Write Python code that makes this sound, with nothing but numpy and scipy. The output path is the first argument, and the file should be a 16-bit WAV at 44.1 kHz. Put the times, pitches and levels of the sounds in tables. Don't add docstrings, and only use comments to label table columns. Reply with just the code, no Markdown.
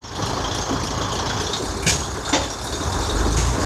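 import sys
import numpy as np
from scipy import signal
from scipy.fft import rfft, irfft
from scipy.io import wavfile
from scipy.ndimage import uniform_filter1d

SR = 44100
rng = np.random.default_rng(int(sys.argv[2]) if len(sys.argv) > 2 else 0)


def put_to_file(sound):
    columns = np.atleast_2d(sound).T
    safe = np.clip(columns, -1, 1)
    whole_steps = np.round(safe * 32767)
    wavfile.write(sys.argv[1], SR, whole_steps.astype(np.int16))


def rack_gain(trim_db):
    fader = np.asarray(trim_db, float)
    return 10 ** (fader / 20)


N = 160965
LOAD_FROM_S, LOAD_OVER_S = 1.45, 0.14
# frequency in Hz, level in dB.
CLATTER_IDLE = [(1120, -8.5), (1900, -11.5), (2600, -14), (3360, -2.5), (3750, -8.5), (6460, -6),
                (7340, -16.5), (13700, -60), (14500, -68)]
CLATTER_LOAD = [(1120, -52), (1900, -23), (2100, -10), (3160, -12.5), (3660, -3), (5270, -4), (6690, -1),
                (11700, -23), (13000, -28), (14000, -45)]
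# frequency in Hz, level in dB.
CLANK_SPECTRA = [
    [(150, -20), (300, -7.5), (800, -2), (1200, -13), (1610, -10), (1890, -6), (2180, -7.5), (6510, 0),
     (13500, -26)],
    [(200, -23), (400, -12), (572, -2.5), (1330, -10.5), (5240, -14), (6900, -13), (9000, -37),
     (14000, -69)],
    [(1180, -41), (2000, -7), (4660, -10.5), (6670, -2), (14000, -35)],
]


def evened(x):
    return x / np.sqrt(np.mean(x ** 2) + 1e-20)


def add(mix, s, sound):
    part = mix[round(s * SR):][:len(sound)]
    part += sound[:len(part)]


def colour(x, points):
    f, db = np.transpose(points)
    hz = np.fft.rfftfreq(len(x), 1 / SR)
    gain = rack_gain(np.interp(np.log(hz + 1), np.log(f + 1), db, -90, -90))
    return evened(irfft(rfft(x) * gain, len(x)))


def resonate(x, hz, width):
    turn = np.exp(2j * np.pi * hz * np.arange(len(x)) / SR)
    r = np.exp(-np.pi * width / SR)
    return 2 * (turn * signal.lfilter([1 - r], [1, -r], x / turn)).real


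def blow(rise, t60, size=22050):
    t = np.arange(size) / SR
    contact = np.sin(np.pi / 2 * np.minimum(t / rise, 1)) ** 2
    return contact * rack_gain(-60 * np.maximum(t - rise, 0) / t60)


def patchy(bins, frames, depth_db):
    a, b, p = rng.standard_normal((N // 128 + 5, 257, 3)).T
    p = uniform_filter1d(p, size=bins, axis=0)
    p = evened(uniform_filter1d(p, size=frames, axis=1))
    return signal.istft((a + 1j * b) * rack_gain(depth_db * p), nperseg=512, noverlap=384)[1][:N]


def bumps():
    # start in seconds, level in dB, ring in Hz.
    frame_knocks = [(0.385, -19, 385), (0.696, -10.5, 267), (0.729, -10, 269), (1.301, -13.5, 1440),
                    (1.496, -15, 393), (1.599, -13.5, 376), (1.629, -14, 263), (1.659, -21, 242),
                    (1.749, -21, 374), (1.85, -30, 1090), (1.864, -8.5, 200), (1.874, -15, 393),
                    (2.03, -23, 210), (2.091, -30, 288), (2.16, -16, 1070), (2.281, -13.5, 1410),
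                    (2.299, -13, 845), (2.331, -21, 280), (2.363, -9.5, 287), (2.687, -17.5, 265),
                    (2.904, -23, 312), (2.933, -24, 277), (3.009, -12.5, 298), (3.089, -13, 428),
                    (3.202, -11.5, 382), (3.265, -8.5, 288), (3.38, -13, 202), (3.529, -12, 254),
                    (3.578, -13, 355), (3.634, -22, 592)]
    # start in seconds, level in dB.
    contacts = [(1.866, -16), (1.871, -18), (1.878, -12.5), (1.888, -16), (1.896, -10), (1.925, -15.5),
                (2.328, -16), (2.336, -13), (2.346, -11.5), (2.435, -25), (3.371, -27), (3.387, -23)]
    out = np.zeros(N)
    for s, db, hz in frame_knocks:
        noise = rng.standard_normal(4096)
        ring = evened(resonate(noise, hz, 55))
        ring += 0.52 * evened(resonate(resonate(noise, hz, 560), hz, 560))
        add(out, s - .004, rack_gain(db - 10.5) * ring * blow(0.0033, .16, size=4096))
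    for s, db in contacts:
        clank = int(s > 2) + int(s > 3)
        crack = colour(rng.standard_normal(2048), CLANK_SPECTRA[clank])
        add(out, s - .001, rack_gain(db) * crack * blow(0.00043, 0.14, size=2048))
    return out


def thuds():
    # start in seconds, pitch in Hz.
    blows = [(.70, 268), (1.685, 75), (1.858, 165), (1.868, 100), (1.914, 75), (2.324, 288), (2.358, 275),
             (2.332, 870), (2.411, 75), (3.375, 345), (1.74, 200), (1.94, 140), (2.91, 90), (2.865, 78),
             (3.374, 150), (3.258, 290), (3.47, 125)]
    # level in dB, t60 in seconds.
    strengths = [(-15, 0.27), (-11.5, 0.095), (-10, 0.19), (-11.5, 0.17), (-11.5, 0.24), (-5.5, 0.084),
                 (-19.5, 0.41), (-14.5, 0.18), (-17.5, .14), (-18.5, 0.24), (-23, 0.13), (-19.5, .3),
                 (-21, .3), (-9.5, 0.08), (-11, 0.091), (-16.5, 0.23), (-20, 0.68)]
    out, t = np.zeros(N), np.arange(22050) / SR
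    for (s, hz), (db, t60) in zip(blows, strengths):
        add(out, s, rack_gain(db) * np.sin(2 * np.pi * hz * t) * blow(0.012, t60))
    return out


def squeak():
    # start in seconds, end in seconds, pitch in Hz, level in dB.
    brake = (2.335, 2.422, 6960, -29)
    start, end, hz, db = brake
    t = np.arange(round((end - start) * SR)) / SR
    swell = np.sin(np.pi * t / t[-1]) ** 0.32
    rough = 0.77 * evened(resonate(rng.standard_normal(len(t)), hz, 60))
    out = np.zeros(N)
    add(out, start, rack_gain(db) * swell * (np.sin(2 * np.pi * hz * t) + rough))
    return out


def clanks():
    # start in seconds, level in dB, rise in seconds, t60 in seconds.
    strikes = [
        (1.861, -14.5, 0.012, 0.65),
        (2.324, -13, 0.013, 0.47),
        (3.366, -20.5, 0.0028, 1.08),
    ]
    # frequency in Hz, level in dB, t60 in seconds.
    clank_modes = [
        [(1670, -11, 0.27), (2380, -1.5, 0.12), (2820, -5, 0.077), (3620, -10, 0.063), (5000, -28, 0.33),
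         (6650, -14, 0.94)],
        [(544, -11, 0.32), (2020, -16, 0.22), (3610, -10.5, 0.21), (5990, -13, 0.092), (850, -15, 0.56),
         (318, -18, 0.34)],
        [(6500, -13, 0.44)],
    ]
    out = np.zeros(N)
    for (s, db, rise, t60), tone, modes in zip(strikes, CLANK_SPECTRA, clank_modes):
        flutter = evened(uniform_filter1d(rng.standard_normal(22050), size=150))
        noise = rng.standard_normal(22050) * rack_gain(1.6 * flutter)
        rings = 0
        for hz, mode_db, mode_t60 in modes:
            ring = evened(resonate(resonate(noise, hz, 99), hz, 950))
            rings = rings + rack_gain(mode_db) * ring * blow(rise, mode_t60)
        add(out, s, rack_gain(db) * (colour(noise, tone) * blow(rise, t60) + 1.87 * rings))
    return out


def knocks():
    # start in seconds, level in dB, ring in Hz.
    hard_knocks = [(0.0385, -11.5, 5470), (0.1525, -20, 3300), (0.2234, -15, 3340), (0.2628, -16.5, 4160),
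                   (0.4436, -14.5, 3250), (0.5132, -13, 3460), (0.613, -13.5, 6370), (0.7202, -19.5, 3300),
                   (0.9767, -26, 6600), (1.0135, -12, 3450), (1.118, -18.5, 3150), (1.1906, -21, 3160),
                   (1.2616, -19.5, 4020), (1.2974, -15.5, 3390), (1.4681, -16, 3460), (1.5084, -29, 5440),
                   (1.5319, -9.5, 3760), (1.534, -14, 4200), (1.8246, -16.5, 2360), (2.0303, -18, 3380),
                   (2.2504, -16, 3640), (2.253, -20, 4300), (2.279, -20.5, 3550), (2.2907, -13, 7050),
                   (2.4339, -16, 3500), (2.5025, -15.5, 5650), (2.528, -22.5, 3600), (2.67, -18, 3780),
                   (2.7247, -15, 3660), (2.81, -20, 3730), (2.9223, -14.5, 3680), (3.03, -20.5, 4000),
                   (3.0959, -14.5, 3760), (3.25, -21, 3750), (3.33, -20, 3820), (3.6076, -30, 6660)]
    out = np.zeros(N)
    for s, db, hz in hard_knocks:
        noise = rng.standard_normal(8192)
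        ring = 1.27 * evened(resonate(resonate(noise, hz, 140), hz, 1300))
        ring += 0.33 * evened(resonate(resonate(noise, 1.16 * hz, 260), 1.22 * hz, 1200))
        ring += colour(noise, CLATTER_IDLE if s < LOAD_FROM_S + LOAD_OVER_S else CLATTER_LOAD)
        add(out, s - .003, rack_gain(db - 12.5) * ring * blow(0.0043, 0.23, size=8192))
    return out


def ticks():
    # start in seconds, level in dB.
    air_ticks = [(0.156, -32), (0.2583, -29), (0.5467, -28), (0.835, -28.5), (1.1318, -29.5),
                 (1.413, -29.5), (1.6457, -35), (1.829, -24.5), (2.64, -25.5)]
    out = np.zeros(N)
    for s, db in air_ticks:
        noise = rng.standard_normal(8192)
        hiss = evened(resonate(resonate(noise, 9100, 3800), 9100, 3800))
        add(out, s - .005, rack_gain(db - 6.5) * hiss * blow(0.0059, .3, size=8192))
    return out


def firing_cycle():
    # time in seconds, rate in firings per second.
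    speed = [(.22, 27.6), (1.37, 28.45), (1.47, 29.5), (1.62, 35), (2.0, 31.5), (2.4, 33.8), (2.65, 36),
             (2.85, 40.4), (3.0, 49), (3.16, 49.6), (3.3, 53.6), (3.5, 58.7), (3.65, 64.4)]
    first_firing_s = .2229
    rate = np.interp(np.arange(N) / SR, *np.transpose(speed))
    turns = np.cumsum(rate) / SR
    turns = turns - turns[round(first_firing_s * SR)] + 8
    return rate, turns.astype(int), turns % 1 / rate


def firing_gate(since, floor, fall, db):
    return uniform_filter1d(floor + rack_gain(db) * np.exp(-since / fall), size=130)


def clatter(k, since, load):
    tappet_db = [4.5, 7.5, 6.5, 5.5, 3.5, 5.5, 5.5, 1]
    covers_hz = [4290, 4930, 5580, 6580]
    strength_db = np.take(tappet_db, k % 8) + rng.standard_normal(400)[k]
    drive = patchy(6, 6, 2.98) * firing_gate(since, 0.65 + 0.35 * load, 0.034, strength_db)
    out = (1 - load) * colour(drive, CLATTER_IDLE) + load * colour(drive, CLATTER_LOAD)
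    out += sum(1.04 * resonate(evened(drive), hz, 160) for hz in covers_hz)
    return out + 2.3 * load * resonate(evened(drive), 3585, 140)


def block_roar(k, since, load):
    # frequency in Hz, level in dB.
    idle_roar = [(59, -37), (100, 2.5), (187, -10), (260, -12), (712, -9), (1130, -7), (1330, -14.5),
                 (1680, -15), (2600, -45), (3380, -38), (5720, -120)]
    load_roar = [(59, 2), (100, -7.5), (246, -13), (391, -10.5), (513, -13), (974, -11.5), (1700, -17),
                 (1900, -27.5), (2600, -43), (3380, -64), (5720, -120)]
    # frequency in Hz, bandwidth in Hz, level in dB.
    panels = [
        (280, 124, -6),
        (404, 21, -2),
        (895, 220, -19),
        (1070, 61, -15),
    ]
    strength_db = 1.63 * rng.standard_normal(400)[k]
    drive = patchy(5, 20, 1.55) * firing_gate(since, 1.0, 0.029, strength_db)
    roar = (1 - load) * colour(drive, idle_roar) + load * colour(drive, load_roar)
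    ringing = sum(rack_gain(db + 15) * resonate(evened(drive), hz, w) for hz, w, db in panels)
    return evened(roar + ringing)


def exhaust(rate, k, since, load):
    cylinder_db = [5, -8.5, 4.5, -4.5, 1, 4.5, -2, -23]
    # frequency in Hz, bandwidth in Hz, level in dB.
    pipe_modes = [
        (52.5, 10.6, 1.5),
        (81.3, 14.7, -1.5),
        (95.6, 43, -4),
        (140, 78, -16),
    ]
    uneven_db = 26
    strength_db = np.take(cylinder_db, k % 8) * (1 - load) + 0.73 * rng.standard_normal(400)[k]
    strength_db += uneven_db * np.clip(rate / 45 - .6, 0, 1) * (-1.) ** k
    puffs = rack_gain(strength_db) * np.exp(-since / 0.0029) * (1 - np.exp(-since / 0.00042))
    puffs = evened(puffs - uniform_filter1d(puffs, size=3000))
    puffs += 2 * rng.standard_normal(N)
    pipe = 0
    for hz, w, db in pipe_modes:
        pipe = pipe + rack_gain(db) * resonate(resonate(puffs, hz, 1.07 * w), hz, 1.07 * w)
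    return pipe / np.sqrt(uniform_filter1d(pipe ** 2, size=15000) + 1e-9)


def boom():
    # time in seconds, pitch in Hz, level in dB.
    note = [(2.9, 49.8, -47), (2.978, 48.5, -22), (3.082, 48.6, -31), (3.158, 49.66, -19),
            (3.476, 57.6, -27), (3.538, 63, -32), (3.566, 64.5, -51), (3.578, 64.7, -35), (3.65, 64.5, -18)]
    # multiple of the note's pitch, level in dB.
    orders = [
        (1, 3.5),
        (1.5, -14),
        (2, -12),
        (2.5, -21),
        (3, -21),
    ]
    trough_s = 3.168
    t = np.arange(N) / SR
    s, hz, db = np.transpose(note)
    turns = np.cumsum(np.interp(t, s, hz)) / SR
    turns -= turns[round(trough_s * SR)]
    troughs = sum(rack_gain(d) * np.cos(np.pi * round(2 * m) * turns) for m, d in orders)
    return -rack_gain(np.interp(t, s, db, -90) + 5.5) * troughs


def engine():
    # time in seconds, exhaust in dB, block roar in dB, clatter in dB.
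    effort = [(.22, -32, -24.5, -28), (.75, -31, -25, -28.5), (1.4, -32, -24, -26), (1.55, -38, -27.5, -31),
              (1.8, -32, -28.5, -34.5), (2.2, -35, -28, -36.5), (2.58, -36, -30.5, -35.5),
              (2.75, -34, -27, -33), (3.0, -27.5, -26, -31.5), (3.2, -28, -25, -32),
              (3.48, -23, -27.5, -33), (3.57, -26.5, -23.5, -36.5), (3.65, -23, -22, -30)]
    t = np.arange(N) / SR
    s, *levels = np.transpose(effort)
    exhaust_db, roar_db, clatter_db = (np.interp(t, s, level) for level in levels)
    rate, k, since = firing_cycle()
    load = np.clip((t - LOAD_FROM_S) / LOAD_OVER_S, 0, 1)
    out = rack_gain(exhaust_db + 5.5) * exhaust(rate, k, since, load)
    out += rack_gain(roar_db + 5.5) * block_roar(k, since, load)
    return out + rack_gain(clatter_db + 2.5) * clatter(k, since, load)


def scene():
    running_gear = bumps() + thuds() + squeak() + clanks()
    return (running_gear + knocks() + ticks() + boom() + engine())[None]


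def band_limit(x):
    return signal.sosfilt(signal.butter(12, 14640, fs=SR, output="sos"), x)


def record(dry):
    # time in seconds, level in dB.
    fade = [(0, -105), (0.02, -34), (.04, -20), (.15, -11), (.22, -7), (.3, -6.5), (3.647, -5.5),
            (3.65, -27)]
    # frequency in Hz, threshold in dB.
    band_gate = [(1900, -50), (2200, -7), (7500, -6), (9000, -3), (13500, -1.5), (14000, 1)]
    low_hz, high_hz = 30, 14020
    overloaded = 1.3 * np.tanh(dry / 1.3)
    hz, _, z = signal.stft(overloaded, SR, nperseg=2048, noverlap=1024)
    power = uniform_filter1d(abs(z) ** 2, size=6, axis=1)
    power = uniform_filter1d(power, size=3, axis=2) + 1e-18
    neighbours = np.exp(uniform_filter1d(np.log(abs(power)), size=40, axis=1))
    threshold = neighbours * rack_gain(2 * np.interp(hz, *np.transpose(band_gate)))[:, None]
    in_band = ((hz < high_hz) & (hz > low_hz))[:, None]
    kept = signal.istft(z * (power > threshold) * in_band, SR, nperseg=2048, noverlap=1024)[1][:, :N]
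    fade_in = rack_gain(np.interp(np.arange(N) / SR, *np.transpose(fade)))
    return band_limit(kept * fade_in)


dry = scene()
out = record(dry)
put_to_file(out)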